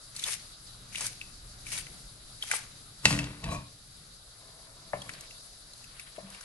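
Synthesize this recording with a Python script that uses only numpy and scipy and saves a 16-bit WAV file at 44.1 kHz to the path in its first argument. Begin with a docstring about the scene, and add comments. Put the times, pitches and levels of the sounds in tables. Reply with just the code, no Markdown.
"""Small tiled kitchen, a hand-held phone close to a pan of wet tube pasta over a lit gas hob.
The pan is tossed four times: pasta lands in showers of wet ticks, single tubes plop, and the hand
shifts on the phone. At 3 s the pan clangs down on the iron grate and judders along it. From 4.4 s
a wooden spatula rubs and knocks on the base, and the sauce squelches under it.
The burner hisses throughout, over a low room rumble."""
import sys
import numpy as np
from scipy import signal
from scipy.fft import rfft, irfft
from scipy.io import wavfile
from scipy.ndimage import uniform_filter1d

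SR = 44100
rng = np.random.default_rng(int(sys.argv[2]) if len(sys.argv) > 2 else 0)


def generate_wav(sig):
    """Save sig (samples, or channels by samples) to the path in sys.argv[1] as 16-bit PCM at SR."""
    pcm = np.round(np.clip(np.atleast_2d(sig).T, -1, 1) * 32767).astype(np.int16)
    wavfile.write(sys.argv[1], SR, pcm)


N = 283997

# The hob's low modes, booming under the pan. Each row: pitch in Hz, relative level in dB, t60 in seconds.
HOB_MODES = [(58.2, -11.5, 0.86), (87, -8, 0.23), (129, 0, 0.39), (160, 0, 0.19), (198, -2.5, 0.16),
             (288.5, -6, 0.69)]


def tossed_pasta():
    """Wet ticks of pasta on pasta, soft slaps on the base, the spit of tearing sauce films; stereo."""
    # Each row: first tubes land in seconds, wait for the heap and length of its pour in seconds,
    # then relative levels of ticks, spit and slaps in dB.
    tosses = [(.155, .11, 0.068, -36, -41, -46.5), (.93, 0.077, 0.062, -36, -41, -46.5),
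              (1.662, 0.08, 0.038, -35.5, -38, -49.5), (2.421, 0.11, 0.038, -34.5, -37, -41.5)]
    # Colour of the ticks. Each row: frequency in Hz, relative spectral level in dB.
    tick_spectrum = [(1000, -57), (1500, -6), (2200, 5), (3500, 0), (6500, 5), (7800, -1), (9000, -0.5)]
    early_db, settle_db = -12.5, -18  # first tubes and settling tubes, against the heap
    rise_db_s, fall_db_s = 268, 404
    tick_gain = spit_gain = slap_gain = 0
    for start, wait, pour, tick_db, spit_db, slap_db in tosses:
        lands = start + wait
        early = swell(start, wait, early_db, rise_db_s=1200, fall_db_s=fall_db_s)
        heap = swell(lands, pour, 0, rise_db_s, fall_db_s)
        settling = swell(lands + pour, 0, settle_db, rise_db_s, fall_db_s=59)
        tick_gain += undb(tick_db) * (early + heap + settling)
        # the spit grows until halfway through the pour; the slaps are the heap's first contact
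        begun = np.arange(N) > start * SR
        spit_gain += begun * swell(lands + pour / 2, pour / 2, spit_db, 149, fall_db_s)
        slap_gain += swell(lands, 0.0051, slap_db, rise_db_s=404, fall_db_s=209)
    shared = grains(6000, spread_db=4.0)
    lumps = undb(2.02 * walk(86))
    # the small sources lie all over the pan, so each microphone hears its own mix of them
    crackle = np.array([0.13 * shared + grains(6000, spread_db=3.0) for _ in range(2)])
    # tubes of every length smack now and then, each at its own pitch
    smacks = sum(ring(grains(60, spread_db=3.1), hz, t60=.012) for hz in np.geomspace(1500, 6000, 7))
    ticks = np.array([colour(side, tick_spectrum) for side in crackle]) + 0.16 * unit(smacks)
    spit = unit(band(crackle, 7830, 10960)) * undb(1.8 * walk(75))
    slaps = unit(band(grains(800, spread_db=-1.0), 510, 2250))
    showers = lumps * (tick_gain * ticks + spit_gain * spit + slap_gain * slaps)
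    return showers, crackle, spit  # the stirred sauce uses the same wet textures


def sauce_squelches(crackle, spit):
    """Sauce squeezed under the spatula: uneven swells of wet crackle with a little spit on top."""
    # Each row: crest time in seconds, relative level in dB.
    squelches = [(5.14, -54), (5.741, -68), (5.85, -85), (6.01, -55.5), (6.33, -57), (6.43, -64)]
    gain = sum(swell(crest, 0, db, rise_db_s=104, fall_db_s=104) for crest, db in squelches)
    return gain * undb(4.4 * walk(56)) * (unit(band(crackle, 1130, 3670)) + .4 * spit)


def tube_plops():
    """Each tube rings briefly at its air column, rough with sauce, and throws a short splash."""
    # Each row: start in seconds, relative level in dB, starting pitch in Hz, splash offset in dB.
    plops = [(0.162, -30, 4260, 7.5), (0.1922, -32, 3580, 6.5), (0.2373, -22, 3450, 3),
             (0.2874, -42, 1060, 9), (0.322, -37.5, 3100, 14), (0.946, -35, 2100, -5),
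             (0.9552, -25.5, 2770, -1), (1.007, -41, 1120, 24), (1.064, -35.5, 4050, 18.5),
             (1.212, -31.5, 2530, -7), (1.6644, -37.5, 2310, -10), (1.866, -41.5, 2000, 4),
             (2.424, -23, 3175, -9), (2.434, -42.5, 1070, 13), (2.512, -22.5, 1950, 10),
             (2.5363, -30, 1140, -6), (5.017, -36, 3240, 5.5), (5.092, -30.5, 1900, 1),
             (5.1344, -39.5, 4360, 4), (5.2074, -52.5, 2700, 24.5), (5.307, -39.5, 2660, 4),
             (5.7334, -42.5, 4160, 6), (5.8402, -45, 2600, 10), (5.9948, -38.5, 2210, 9),
             (6.3007, -51, 2960, 18), (6.346, -44, 2350, 7), (6.4083, -47, 1550, 16.5)]
    attack_s, t60_s, rough_hz = 0.0014, .021, 2300
    out, t = np.zeros(N), np.arange(SR // 10) / SR
    envelope = (1 - np.exp(-t / attack_s)) ** 2 * np.exp(-np.log(1000) * t / t60_s)
    for start, db, hz, splash_db in plops:
        rough_noise, splash_noise = rng.standard_normal((2, len(t)))
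        tone = np.sin(2 * np.pi * hz * (t + 2.1 * t ** 2))  # pitch climbs as the cavity empties
        rough = unit(band(rough_noise, hz - 450, hz + 800)) * rough_hz / hz  # low plops are sloppiest
        splash = undb(splash_db) * unit(band(splash_noise, 4500, 11500))
        add(out, start, envelope * undb(db) * (2.2 * (tone + rough) + 0.88 * splash))
    return out


def pan_clangs():
    """Aluminium on the iron grate: a crack, the pan's modes (deadened by pasta) and the hob's boom."""
    # Each row: time in seconds, relative level in dB, boom offset in dB, hardness from 0 to 1.
    clangs = [(3.054, -4.5, -22, 0.98), (3.106, -16.5, -11, 0.3), (3.127, -24, -1.5, 0.9),
              (3.189, -18, -12.5, 0.45), (3.241, -30, -22, 0.76), (3.439, -22.5, -9, 0.37)]
    # The loaded pan's modes. Each row: pitch in Hz, relative level in dB, t60 in seconds.
    pan_modes = [(627, -6.5, 0.081), (1077, -3.5, 0.044), (1780, -23, 0.08), (1880, 12, 0.023),
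                 (2420, -19, 0.037), (2610, 5, 0.078), (2950, -20, 0.083), (3650, 8, 0.02),
                 (4660, -10, 0.16), (4610, -2.5, 0.1), (5250, -30, .06), (6300, -21, .04)]
    out, t = np.zeros(N), np.arange(SR // 2) / SR
    click = 1. * (t == 0)
    for start, db, boom_db, hardness in clangs:
        chance = rng.standard_normal(len(t))
        crack_envelope = 0.6 * hardness * np.exp(-t / 0.0026) + 0.1 * np.exp(-t / 0.011)
        crack = crack_envelope * unit(band(chance, 610, 6850))
        snap = 1.6 * hardness * ring(click, hz=2650, t60=0.0063)
        pan = 0.59 * blow(pan_modes, chance, push_s=.0001)
        boom = undb(boom_db) * blow(HOB_MODES, chance[-len(HOB_MODES):], push_s=0.0028)
        add(out, start + 0.00074, undb(db) * (crack + snap + pan + boom))
    return out


def pan_slides():
    """Stick-slip judder drives the grate's resonances and the hob's boom, with a gritty hiss on top."""
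    # Each row: start and length in seconds, levels of rasp, rumble and hiss in dB,
    # ringing share from 0 to 1, fall of rasp and rumble in dB per second.
    slides = [(3.055, 0.063, -38, -34, -34, 0.2, 71), (3.446, 0.041, -41.5, -37.5, -94, 0.91, 182),
              (3.514, 0.037, -39.5, -45, -45.5, 0.99, 294)]
    # The iron grate's resonances. Each row: pitch in Hz, bandwidth in Hz, relative level in dB.
    grate_modes = [(690, 60, -2.5), (958, 24, -7.5), (1108, 31, 2), (1550, 910, -7.5), (2422, 47, -6.5),
                   (3040, 160, -26), (3930, 18, -10), (5260, 59, -27)]
    rise_db_s, rumble_lingers_s = 907, 0.029
    judder = grains(2500, spread_db=-1.0)
    grate = unit(sum(undb(db) * unit(ring(judder, hz, t60=np.log(1000) / np.pi / width))
                     for hz, width, db in grate_modes))
    scratch = unit(band(judder, 470, 2850))
    rumble = unit(band(rubbed(HOB_MODES, judder, t60_scale=0.53), 33, 530))
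    hiss = unit(band(noise(), 3700, 10200))
    out = np.zeros(N)
    for start, length, rasp_db, rumble_db, hiss_db, ringing, fall_db_s in slides:
        rasp = ringing * grate + np.sqrt(1 - ringing ** 2) * scratch
        out += rasp * swell(start, length, rasp_db, rise_db_s, fall_db_s)
        out += rumble * swell(start, length + rumble_lingers_s, rumble_db, rise_db_s, fall_db_s)
        out += hiss * swell(start, length, hiss_db, rise_db_s, 2.34 * fall_db_s)
    return out


def spatula():
    """Knocks and rubs sound through the wood's modes; the drag after a knock sets the base humming."""
    # Each row: start in seconds, level in dB, contact time in seconds, chatter and hum levels in dB.
    knocks = [(4.933, -20, 0.0002, -37, -47), (6.181, -32.5, 0.0022, -57.5, -46)]
    # The edge rubbing the base. Each row: start in seconds, length in seconds, level in dB.
    rubs = [(4.443, 0.26, -61), (4.998, .04, -56), (6.207, 0.06, -57.5)]
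    # The wood's modes when struck. Each row: pitch in Hz, relative level in dB, t60 in seconds.
    wood_modes = [(573, 3, 0.11), (662, 8, 0.039), (764, 5.5, 0.03), (1040, 13, 0.0057), (1765, 4.5, 0.031),
                  (2100, 3.5, 0.012)]
    boom_db, hum_lag_s = -18, 0.07  # both against the knock
    out, hum_gain = np.zeros(N), 0
    rub_gain = sum(swell(start, length, db, rise_db_s=99, fall_db_s=36) for start, length, db in rubs)
    for start, db, contact_s, chatter_db, hum_db in knocks:
        chance = rng.standard_normal(len(wood_modes))
        boom = undb(boom_db) * blow(HOB_MODES, chance, push_s=0.0025)
        add(out, start, undb(db) * (blow(wood_modes, chance, contact_s) + boom))
        rub_gain += swell(start + 0.0068, 0, chatter_db, rise_db_s=3000, fall_db_s=376)
        hum_gain += swell(start + hum_lag_s, 0, hum_db, rise_db_s=235, fall_db_s=208)
    judder = grains(2000, spread_db=0.0)
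    rub = unit(rubbed(wood_modes, judder, t60_scale=1.57))
    hum = unit(ring(judder, hz=194.7, t60=0.27))
    return out + rub_gain * rub + hum_gain * hum


def burner_hiss():
    """The gas flame hisses under the pan, flickering band by band."""
    # Colour of the flame. Each row: frequency in Hz, relative spectral level in dB.
    flame_spectrum = [(300, -16.5), (600, -7), (950, -12.5), (1350, -5), (2400, -17), (3500, -9), (3930, 1),
                      (4230, -4.5), (4500, 1.5), (4750, -4), (5050, 0), (5400, -9), (6900, -9),
                      (8800, -8.5), (10200, -2.5), (11200, -11.5), (12000, -11.5)]
    # Its slow drift. Each row: time in seconds, level in dB.
    flame_levels = [(0, -50), (2.9, -50.5), (3.8, -53), (5.5, -50.5), (6.44, -51)]
    flame = ambient_spectra(flame_spectrum)
    octave = np.log2(np.arange(N // 2 + 1) * SR / N + 1)
    hiss = 0
    for centre in np.arange(8, 14.1, .75):  # overlapping bands, in octaves above 1 Hz
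        weight = np.clip(1 - abs(octave - centre) / 0.64, 0, 1)
        hiss += undb(1.72 * walk(28)) * irfft(flame * weight, N)
    return undb(over_time(flame_levels)) * unit(hiss)


def kitchen_rumble():
    """Room tone: a low rumble whose level wavers."""
    # Colour of the rumble. Each row: frequency in Hz, relative spectral level in dB.
    rumble_spectrum = [(20, -11), (45, -14), (70, -13), (120, -3), (200, -13.5), (290, -17.5), (400, -22.5),
                       (600, -28)]
    # The course it wavers around. Each row: time in seconds, level in dB.
    rumble_levels = [(0, -53.5), (2.98, -54), (3.26, -56), (3.39, -59), (3.82, -57), (4.68, -62),
                     (5.07, -56.5), (5.6, -60), (6.44, -62)]
    gain = undb(over_time(rumble_levels) + 2.46 * walk(6.4))
    return gain * unit(irfft(ambient_spectra(rumble_spectrum), N))


def handling_noise():
    """Deep thuds carried through the phone's case as the hand shifts with the swing of the pan."""
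    # Each row: crest time in seconds, level in dB.
    shifts = [(.75, -61.5), (1.45, -52.5), (2.05, -59.5)]
    grip_db = -62.5  # steady floor between the shifts
    thuds = sum(swell(crest, 0, db, rise_db_s=58.5, fall_db_s=58.5) for crest, db in shifts)
    return (undb(grip_db) + thuds) * unit(band(noise(), 22.7, 52.2))


def tile_echoes(x, t60_s=0.42, level_db=-15.5):
    """Tiled walls return a different decaying scatter to each microphone, with little bass in it."""
    t = np.arange(SR // 2) / SR
    decay = np.exp(-np.log(1000) * t / t60_s) * (t > .002)
    echoes = band(rng.standard_normal((2, len(t))) * decay, 250, 7500)
    echoes /= np.sqrt(np.sum(echoes ** 2, axis=1, keepdims=True))
    return undb(level_db) * signal.fftconvolve(x, echoes, axes=1)[:, :N]


def ambient_spectra(spectrum):
    """Left and right spectra of coloured noise; only the low end is alike at both microphones."""
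    # Each row: frequency in Hz, left-right correlation.
    likeness = [(60, 0.7), (130, 1), (270, 0.84), (580, 0.66), (1250, 0), (12000, 0.18)]
    alike = np.clip(across(likeness), -.95, .99)
    mid = rfft(noise()) * np.sqrt(1 + alike)
    side = rfft(noise()) * np.sqrt(1 - alike)
    return np.array([mid + side, mid - side]) * undb(across(spectrum))


def widen_treble(x):
    """Treble sounds wide and diffuse between left and right, while the bass stays centred."""
    uneven = smooth(rng.standard_normal(N // 2 + 1), width=2000)
    phase = across([(400, 0), (1500, 1)]) * (np.pi / 4 + .15 * uneven)
    return irfft(rfft(x) * np.exp(1j * phase * np.array([[1], [-1]])), N)


def mic_colour(x, share):
    """The two microphones differ in colour; a close source takes a larger share of the tilt."""
    # Each row: frequency in Hz, tilt towards the left in dB before the share is applied.
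    mic_tilt = [(60, -3), (300, 4), (630, 11), (1100, 3), (2500, 5.5), (4000, 1.5), (7000, -2.5),
                (8200, 4.5), (9000, 19), (11300, 20.5)]
    tilt_db = share * across(mic_tilt) * np.array([[1], [-1]])
    return irfft(rfft(x) * np.sqrt(2 / (1 + undb(-2 * tilt_db))), N)


def blow(modes, chance, push_s):
    """One hit: a smooth push into the modes, each excited a little differently by chance; peak 1."""
    push = np.zeros(SR // 2)
    width = max(int(push_s * SR), 3)
    push[:width] = np.hanning(width)
    # neighbouring modes move in opposite senses, so little radiates below the lowest
    x = sum((-1) ** n * undb(db + 3.6 * chance[n]) * ring(push, hz, t60)
            for n, (hz, db, t60) in enumerate(modes))
    x = band(x, .8 * modes[0][0], 11000)
    return x / np.abs(x).max()


def rubbed(modes, judder, t60_scale):
    """Modes kept ringing by friction, their decay times scaled."""
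    return sum(undb(db) * unit(ring(judder, hz, t60_scale * t60)) for hz, db, t60 in modes)


def ring(x, hz, t60):
    """One mode; a unit click rings with a peak near 1."""
    pole = np.exp(2j * np.pi * hz / SR - np.log(1000) / (t60 * SR))
    return signal.lfilter([1], [1, -pole], x).imag


def grains(rate, spread_db):
    """Random clicks of uneven size, about rate a second; rms 1."""
    hit = rng.random(N) < rate / SR
    size = np.minimum(rng.exponential(1, N), 3)
    return unit(hit * undb(spread_db * size) * noise())


def swell(at_s, hold_s, db, rise_db_s, fall_db_s):
    """Gain that climbs to db at at_s, holds, then falls; both slopes straight in dB."""
    t = np.arange(N) / SR - at_s
    return undb(db - rise_db_s * np.maximum(-t, 0) - fall_db_s * np.maximum(t - hold_s, 0))


def walk(rate_hz):
    """Slow random wander, rms 1."""
    return smooth(noise(), int(SR / rate_hz))


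def smooth(x, width):
    """Two running means, then rms 1."""
    return unit(uniform_filter1d(uniform_filter1d(x, width), width))


def over_time(table):
    """A (seconds, value) table read at every sample."""
    return np.interp(np.arange(N) / SR, *np.transpose(table))


def across(table):
    """A (Hz, value) table read at every bin, straight on a log axis."""
    hz, value = np.transpose(table)
    return np.interp(np.log(np.arange(N // 2 + 1) * SR / N + 1), np.log(hz), value)


def colour(x, table):
    """Give x a (Hz, dB) spectrum, rms 1."""
    return unit(irfft(rfft(x) * undb(across(table)), N))


def band(x, lo_hz, hi_hz):
    return signal.sosfilt(signal.butter(2, [lo_hz, hi_hz], "bandpass", fs=SR, output="sos"), x)


def add(out, start_s, x):
    i = int(start_s * SR)
    out[i:i + len(x)] += x[:len(out) - i]


def undb(db):
    return 10 ** (np.asarray(db) / 20)


def unit(x):
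    return x / np.sqrt(np.mean(x ** 2))


def noise():
    return rng.standard_normal(N)


def scene():
    """The pan close up with its echoes, burner and room behind, the hand on the phone itself."""
    contacts = widen_treble(tube_plops() + pan_clangs() + pan_slides() + spatula())
    showers, crackle, spit = tossed_pasta()
    near = contacts + showers + sauce_squelches(crackle, spit)
    foreground = mic_colour(near + tile_echoes(near), share=0.85)
    background = mic_colour(burner_hiss() + kitchen_rumble(), share=0.48)
    return foreground + background + handling_noise()


def record(dry):
    """The phone rounds off the loudest peaks and cuts the top steeply."""
    ceiling, top_hz = .85, 11500
    lowpass = signal.ellip(10, .2, 80, top_hz, fs=SR, output="sos")
    return signal.sosfilt(lowpass, ceiling * np.tanh(dry / ceiling))


dry = scene()
out = record(dry)
generate_wav(out)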